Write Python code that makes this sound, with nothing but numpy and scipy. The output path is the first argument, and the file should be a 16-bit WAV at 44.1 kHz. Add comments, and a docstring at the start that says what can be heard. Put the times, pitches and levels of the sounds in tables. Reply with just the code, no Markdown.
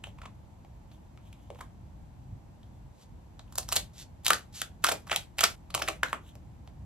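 """At a dining table in a small furnished room, kitchen scissors cut along a hard crab leg.
The cutting is to the right of a two-port microphone: the left port trails.
Each squeeze breaks the shell in a few sharp cracks, noise bursts ringing resonances, over fine crackle.
The blades hiss as they slide, filtered spiky noise; taps and scrapes of the blades touch the shell.
Table echoes and decaying-noise reverberation answer, over the low rumble and air of the house."""
import sys
import numpy as np
from scipy import signal
from scipy.fft import rfft, irfft, next_fast_len
from scipy.io import wavfile
from scipy.ndimage import uniform_filter1d, map_coordinates

SR = 44100
rng = np.random.default_rng(int(sys.argv[2]) if len(sys.argv) > 2 else 0)


def dump(signal):
    """Clip the signal to [-1, 1] and save it as 16-bit WAV at the path in sys.argv[1]."""
    limited = np.clip(np.atleast_2d(signal).T, -1, 1)
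    pcm = np.round(limited * 32767).astype(np.int16)
    wavfile.write(sys.argv[1], SR, pcm)


N = 302085  # length [samples]

# resonances of the whole shell: (centre [Hz], width [Hz], relative level [dB])
SHELL_MODES = [(736, 225, 2.5), (1206, 976, -0.5), (2576, 1620, 1), (3900, 2460, -0.5), (7500, 3200, -0.5),
               (9870, 3500, -3.5), (14600, 2500, -11.5)]


def cracks():
    """Brittle fracture: each sudden break excites the free vibrations of the shell."""
    # shell cracks: (time [s], level [dB], ring of the piece under the blade [Hz],
    # its relative level [dB], treble shelf [dB], length [ms])
    fractures = [(3.5257, -45.5, 1070, 27, 26, 3.5), (3.5567, -34.5, 1040, 14.5, 16, 2.3),
                 (3.5805, -28, 4050, 5.5, 12, 3.1), (3.5841, -19.5, 684, 7.5, 14, 2.4),
                 (3.6313, -43, 4370, 10.5, -2, 4.5), (3.6899, -30.5, 1030, 14.5, 14, 2.9),
                 (3.7195, -33, 4000, 5.5, 1, 4), (3.7255, -22, 1080, 6.5, 4, 4.9),
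                 (3.7299, -20.5, 3950, 12.5, 14.5, 2.8), (3.7585, -27, 4200, 7.5, 13, 3.5),
                 (3.7641, -19.5, 616, 17.5, 20, 4.7), (3.7684, -21, 3370, 7, 12.5, 9.6),
                 (3.7987, -37.5, 3340, 4, 8, 3.6), (4.2501, -36, 1160, -19, 14.5, 5),
                 (4.2585, -28.5, 3610, 4.5, 3.5, 4.1), (4.266, -15.5, 2710, 6.5, 9, 2.7),
                 (4.2827, -19, 1150, 7, 9.5, 4.4), (4.306, -12, 1277, 18.5, 7, 3.5),
                 (4.3338, -18, 1480, 22.5, 17, 3), (4.6183, -23.5, 1490, 10, 6.5, 3.9),
                 (4.842, -18, 1280, 6.5, 0.5, 3), (4.8454, -14, 1307, 25.5, 17, 2.8),
                 (4.8536, -40, 1930, -10, 7, 5.1), (4.8678, -20.5, 1320, 2, 0.5, 1.6),
                 (4.873, -23.5, 1350, 10, -8, 1.17), (4.8891, -21, 694, 5.5, -3.5, 5.9),
                 (4.8928, -23.5, 1430, 14, 9, 9.8), (4.9178, -26, 1290, 9, -5.5, 5.4),
                 (4.9224, -25.5, 630, 6.5, 3, 6.1), (5.0743, -45, 1110, 37, -22, 6),
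                 (5.0985, -31.5, 1600, 7.5, -16, 2.6), (5.1169, -20.5, 1310, -0.5, -17, 8.3),
                 (5.1296, -25, 1410, 7, -9, 4.2), (5.1376, -33, 1380, 10, -10.5, 4.5),
                 (5.1621, -17, 3150, 7, 9.5, 2.6), (5.3862, -27, 1400, 1.5, -1.5, 4.9),
                 (5.3923, -20.5, 2540, 8.5, 1.5, 2.5), (5.408, -18, 1890, -2, 8, 0.69),
                 (5.4116, -20, 1370, 9, 2.5, 4.4), (5.4345, -21.5, 1240, 7.5, -14, 2.3),
                 (5.44, -11, 1260, 11.5, 7, 5.4), (5.4448, -21.5, 2300, 13, 0.5, 7.4),
                 (5.4551, -25, 2600, 7.5, -0.5, 5.8), (5.7057, -43, 1130, 9, -2, 5.2),
                 (5.7435, -29.5, 1400, 2, -7, 3.1), (5.75, -19.5, 1100, 7, 0, 3.7),
                 (5.7781, -33, 840, -4, -10.5, 4.5), (5.798, -33.5, 875, 5, -5.5, 14),
                 (5.8198, -29, 1550, 16.5, 0.5, 3.5), (5.823, -24, 1250, 4.5, -7, 5),
                 (5.8795, -27.5, 1870, 14, 1.5, 4.8), (5.8868, -21, 1164, 6.5, -5.5, 6.7),
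                 (5.8951, -32, 500, 14.5, -4, 5), (6.034, -14.5, 1420, 19.5, -11.5, 3.4),
                 (6.0553, -43.5, 1630, 12.5, -18, 5.4), (6.1307, -19.5, 1143, 20, -5.5, 2.2),
                 (6.1409, -41.5, 1520, 13, -17, 5.3)]
    return blows(fractures, plate=(3500, 0.24, 0), hollow_q=3.8, plate_q=7.7)


def taps():
    """Impact excitation: light taps of blade and fingers ring the shell without cutting it."""
    # taps: (time [s], level [dB], ring of the piece struck [Hz],
    # its relative level [dB], treble shelf [dB], length [ms])
    contacts = [(0.0409, -34.5, 2810, 9.5, -8.5, 5.1), (0.0713, -43, 600, 8.5, -24, 2.6),
                (0.1883, -47.5, 1000, 13.5, -10, 7.3), (0.2191, -42.5, 1300, 8, -15, 5),
                (0.2384, -47.5, 1000, 14, -13, 24), (0.259, -40.5, 1074, 10, -20, 7.5),
                (0.6492, -51.5, 753, 12, -22, 1.9), (0.9181, -58.5, 4500, -6, -16, 6.2),
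                (1.1756, -51.5, 1300, 4, -22, 2.4), (1.3298, -49.5, 3130, 10, 5.5, 3.4),
                (1.5037, -36, 569, 17.5, -14, 2.4), (1.5494, -54, 530, 13, -7, 5),
                (1.558, -52.5, 1020, 18, -6, 3.8), (1.5923, -46.5, 840, 23, 3, 8.1),
                (1.6114, -36, 1076, 17.5, -0.5, 7.2), (2.6325, -59.5, 3370, 14, -15, 3.2),
                (3.3949, -44.5, 3980, 0, -14.5, 3.3), (3.4799, -65, 2890, 10, -6, 5),
                (6.3545, -48.5, 553, 17, 6, 1.93), (6.6759, -48.5, 670, 2, -21, 1.34)]
    return blows(contacts, plate=(2510, 0.055, 5.2), hollow_q=5.4, plate_q=4.1)


def blows(strikes, plate, hollow_q, plate_q):
    """Modal superposition: each blow rings the whole shell, the local piece and a loose plate.

    plate: (usual frequency [Hz], log-frequency spread from blow to blow, relative level [dB])
    """
    rise_share = 0.59  # part of a blow's length spent swelling
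    plate_follows = 0.56  # a bright blow also rings the plate harder [dB per dB of treble]
    lead, edge_hz = SR // 50, 3500  # samples ahead of the blow; corner of the treble shelf
    out = np.zeros(N + SR)
    t = (np.arange(4096) - lead) / SR
    usual_hz, spread, plate_db = plate
    for s, db, hollow_hz, hollow_db, treble_db, ms in strikes:

        def shelf(hz):
            """Second-order shelf: the treble is tilted by treble_db."""
            w = 1j * hz / edge_hz
            return (1 + amp(treble_db) * w ** 2 + 1.4 * amp(treble_db / 2) * w) / (1 + w) ** 2

        plate_hz = usual_hz * np.exp(spread * rng.standard_normal())
        hollow_mode = (hollow_hz, hollow_hz / hollow_q, hollow_db)
        plate_mode = (plate_hz, plate_hz / plate_q, plate_db + plate_follows * treble_db)
        local = modes([hollow_mode, plate_mode])
        shell = modes(SHELL_MODES)

        burst = splinters(t, rise_share * ms / 1000, (1 - rise_share) * ms / 1000)
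        sound = filtered(burst, lambda hz: shelf(hz) * shell(hz) + local(hz))
        loudest = np.sqrt(uniform_filter1d(sound ** 2, size=60).max())
        out[round(s * SR) - lead:][:len(t)] += amp(db) * sound / loudest
    return out[:N]


def splinters(t, rise, fall):
    """Broadband excitation: a run of splinters swells steeply to t = 0, dies away and is near white."""
    rise, fall = np.clip([rise, fall], .0002, .008)
    shape = np.exp(np.where(t < 0, -(t / rise) ** 2, -t / fall))
    spectrum = rfft(spiky(len(t), scatter_db=4.0) * shape)
    burst = irfft(spectrum / np.abs(spectrum), len(t))  # flat spectrum, phases kept
    power = np.abs(uniform_filter1d(burst ** 2, size=24))
    return burst * shape / np.sqrt(power + 1e-3 * np.max(burst ** 2))  # swell restored


def crackle():
    """Crackling noise: many tiny fractures, in clumps, ring the shell."""
    # squeezes that grind the shell: (full strength at [s], rise [s], hold [s], level [dB])
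    squeezes = [(3.58, 0.098, 0.036, -60), (3.745, .07, 0.012, -42.5), (4.275, 0.041, 0.068, -41.5),
                (4.86, 0.039, 0.062, -42.5), (5.12, 0.056, 0.038, -43), (5.42, .05, 0.043, -39),
                (5.77, 0.049, 0.16, -53), (6.04, .015, 0.076, -53)]
    clump_db = 4.5 * map_coordinates(rng.standard_normal(N // 90 + 4), [np.arange(N) / 90])
    fractures = patchy(amp(clump_db) * spiky(N, scatter_db=4), depth_db=4)
    grit = filtered(fractures, modes(SHELL_MODES))
    return gain(squeezes, fade_db=290) * unit(grit)


def slide():
    """Sliding friction: steel on steel gives a fine even hiss."""
    # blades sliding over each other: (full strength at [s], rise [s], hold [s], level [dB])
    strokes = [(3.02, 0.095, 0.015, -62.5), (4.0, 0.067, 0.019, -47), (4.555, 0.031, .055, -44),
               (5.5, .015, 0.019, -51)]
    # relative spectrum of the hiss: (frequency [Hz], level [dB per Hz])
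    hiss_spectrum = [(700, -17), (1300, -9.5), (2300, -6), (3600, 0.5), (5300, -1.5), (8000, 0),
                     (10200, -8.5), (12000, -9.5), (16000, -31)]
    hiss = filtered(spiky(N, scatter_db=9.0), lambda hz: amp(along(hiss_spectrum, hz)))
    return gain(strokes, fade_db=730) * unit(hiss)


def scrape():
    """Friction on a rough surface: steel on shell is grainier and rings the blade tips."""
    # tips scraping lightly on the shell: (full strength at [s], rise [s], hold [s], level [dB])
    strokes = [(.06, .015, 0.027, -63.5), (.22, 0.048, 0.057, -75), (.93, 0.047, 0.02, -68),
               (1.275, 0.075, 0.0064, -67), (1.345, .012, 0.017, -82), (1.435, 0.11, 0.0046, -71),
               (1.6, .15, .04, -66), (2.75, 0.11, 0.026, -79), (3.41, .015, .015, -85),
               (6.288, 0.086, .005, -60)]
    # resonances of the blade tips: (centre [Hz], width [Hz], relative level [dB])
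    tip_modes = [(3180, 630, 8), (4280, 1200, -5), (6860, 3000, -1)]
    grain = filtered(patchy(spiky(N, scatter_db=5), depth_db=4), modes(tip_modes))
    return gain(strokes, fade_db=520) * unit(grain)


def gain(strokes, fade_db):
    """Amplitude envelope: strokes rise, hold and then fade by fade_db a second."""
    rise_db = 19.5  # a stroke sets in this far under its full strength
    s, rise, hold, db = np.transpose(strokes)[..., None]
    t = np.arange(N) / SR - s
    level_db = db + rise_db * np.minimum(t / rise, 0) - fade_db * np.maximum(t - hold, 0)
    return np.sum(amp(level_db) * (t > -rise), axis=0)


def spiky(size, scatter_db):
    """Impulsive noise: samples differ widely in size, as splintering does."""
    return unit(rng.standard_normal(size) * amp(scatter_db * rng.standard_normal(size)))


def patchy(x, depth_db):
    """Time-varying spectrum: the colour changes from one fracture to the next."""
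    z = signal.stft(x, nperseg=128)[2]
    field = uniform_filter1d(rng.standard_normal(z.shape), size=3, axis=0)
    field = uniform_filter1d(field, size=3, axis=1)
    return signal.istft(z * amp(depth_db * unit(field)), nperseg=128)[1][:N]


def modes(resonances):
    """Modal response: the causal sum of damped resonances, with alternating signs."""
    return lambda hz: sum((-1) ** k * amp(db) * 1j * hz * width / (centre ** 2 - hz ** 2 + 1j * hz * width)
                          for k, (centre, width, db) in enumerate(resonances))


def filtered(x, response):
    """Linear filtering: the spectrum of x times a complex response of frequency."""
    m = next_fast_len(x.shape[-1] + 4096)  # padded against wrap-around
    return irfft(rfft(x, m) * response(np.fft.rfftfreq(m, 1 / SR)), m)[..., :x.shape[-1]]


def along(points, hz):
    """Logarithmic frequency scale: interpolate (frequency [Hz], value) points on it."""
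    f, v = np.transpose(points)
    return np.interp(np.log(hz + 1), np.log(f + 1), v)


def amp(db):
    """Decibel law: a level in dB as an amplitude ratio."""
    return 10 ** (np.asarray(db) / 20)


def unit(x):
    """Root-mean-square normalisation: scale x to an RMS of one."""
    return x / np.sqrt(np.mean(x ** 2) + 1e-20)


def heard(x):
    """Superposition of paths: the direct sound, the table echoes and the room."""
    # what the room sends back: (frequency [Hz], relative level [dB])
    walls = [(300, 10), (1000, 0), (3000, -1), (8000, 0.5), (15000, -5)]
    direct = x * amp([[-.2], [.2]])  # left, right
    wet = room(filtered(x, lambda hz: amp(along(walls, hz))), alike=.15)
    return direct + table_echoes(x) + amp(-6.5) * wet


def table_echoes(x):
    """Specular reflection: a few close echoes, at other moments on each port."""
    # echoes off table and dishes: (left delay [s], right delay [s], level [dB])
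    echoes = [(.0016, 0.0023, -17.5), (.0033, 0.0021, -22.5), (.0046, .0052, -12.5)]
    left, right, db = np.transpose(echoes)[..., None]

    def response(hz):
        return np.array([np.sum(amp(db) * np.exp(-2j * np.pi * hz * s), axis=0) for s in (left, right)])

    return filtered(x, response)


def room(x, alike):
    """Exponential reverberant decay: each frequency dies at its own speed, in new noise every 0.1 s."""
    # reverberation time: (frequency [Hz], time to fall by 60 dB [s])
    decay = [(300, 0.28), (800, 0.16), (2000, 0.2), (5500, 0.16), (13000, 0.18)]
    out, step = np.zeros((2, N + SR)), SR // 10
    for start in range(0, N, step):
        hz, t, z = signal.stft(rng.standard_normal((2, SR // 3)), SR, nperseg=256)
        fade = amp(-60 * t / along(decay, hz)[:, None])
        a, b = signal.istft(z * fade, SR, nperseg=256)[1]
        tail = np.array([a + alike * b, b + alike * a]) / np.linalg.norm(a)
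        wet = signal.fftconvolve(x[None, start:start + step], tail, axes=1)
        out[:, start + 260:][:, :wet.shape[1]] += wet  # 260 samples after the direct sound
    return out[:, :N]


def house():
    """Partial coherence: rumble and air of the house, most alike at both ports in the bass."""
    # relative spectrum: (frequency [Hz], level [dB per Hz])
    spectrum = [(15, -54.5), (25, -13.5), (48, -3), (102, -6.5), (200, -14.5), (263, -20), (344, -22.5),
                (384, -30), (887, -26), (1260, -38.5), (5280, -50), (7710, -47), (10000, -51.5),
                (12000, -54.5), (14200, -60), (14600, -82.5), (16000, -101.5)]
    # the rumble swells and dips, relative to its median: (time [s], level [dB])
    rumble_db = [(0.0, -56.5), (0.07, -47), (0.55, -53), (2.27, -49.5), (2.33, -43), (2.4, -52.5),
                 (2.88, -49.5), (3.01, -61), (3.15, -47), (3.2, -54.5), (3.83, -46), (3.91, -52.5),
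                 (6.72, -50), (6.85, -43.5)]
    # left-right likeness: (frequency [Hz], correlation [-1 to 1])
    likeness = [(60, .87), (130, 0.88), (290, 0.46), (640, 0.067), (1400, 0.059), (3000, 0.15), (7000, 0.3),
                (14000, 0.5)]

    def split(hz):
        """Shares of the common and the opposed part that give the wanted correlation."""
        turn = np.arccos(np.clip(along(likeness, hz), -1, 1)) / 2
        return amp(along(spectrum, hz)) * [np.cos(turn), np.sin(turn)]

    common, opposed = filtered(rng.standard_normal((2, N)), split)
    air = amp(-49.0) * unit(np.array([common + opposed, common - opposed]))
    bass = filtered(air, lambda hz: 1 / (1 + (hz / 250) ** 4))
    swell = amp(np.interp(np.arange(N) / SR, *np.transpose(rumble_db)))
    return air - bass + bass * swell / np.median(swell)  # only the rumble swells


def scene():
    """Superposition: the cutting as heard in the room, and the house."""
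    cut = cracks() + taps() + crackle() + slide() + scrape()
    before = np.arange(N) < 5.555 * SR  # whatever of the cutting still rings at 5.555 s breaks off
    return heard(cut * before) * before + heard(cut * ~before) + house()


def ports(pair):
    """Interaural-style phase lag: the left port trails, and the two ports draw together in the treble."""
    # the microphone case: (frequency [Hz], lag of the left port [rad])
    port_lag = [(300, .1), (2500, .75), (6000, 1.5), (8000, 2.1), (9500, 3.14), (12000, 6.28), (13500, 7.5),
                (14700, 9.4), (16600, 10.6)]
    # above shared_hz both ports pick up nearly the same sound; shared_db is left of their difference
    shared_hz, shared_db = 7400, -26.5

    def apart(hz):
        return 1 - (1 - amp(shared_db)) / (1 + (shared_hz / (hz + 1)) ** 6)

    def lag(hz):
        """Half the lag on each side."""
        return np.exp(-.5j * along(port_lag, hz) * np.array([[1], [-1]]))

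    mid = pair.mean(axis=0)
    side = filtered((pair[0] - pair[1]) / 2, apart)
    return filtered(np.array([mid + side, mid - side]), lag)


def record(dry):
    """Soft saturation and band limiting: the input rounds off peaks, drops deep bass and ends by 16.8 kHz."""
    dry = ports(dry)
    soft = dry / (1 + np.abs(dry / .75) ** 3) ** (1 / 3)

    def band(hz):
        deep_bass = (hz / 34) ** 4 / (1 + (hz / 34) ** 4)
        treble = 1 / np.sqrt(1 + (hz / 15800) ** 60)
        limit = np.clip((16800 - hz) / 500, 0, 1) ** 2  # closes from 16300 to 16800 Hz
        return deep_bass * treble * limit

    return filtered(soft, band)


dry = scene()
out = record(dry)
dump(out)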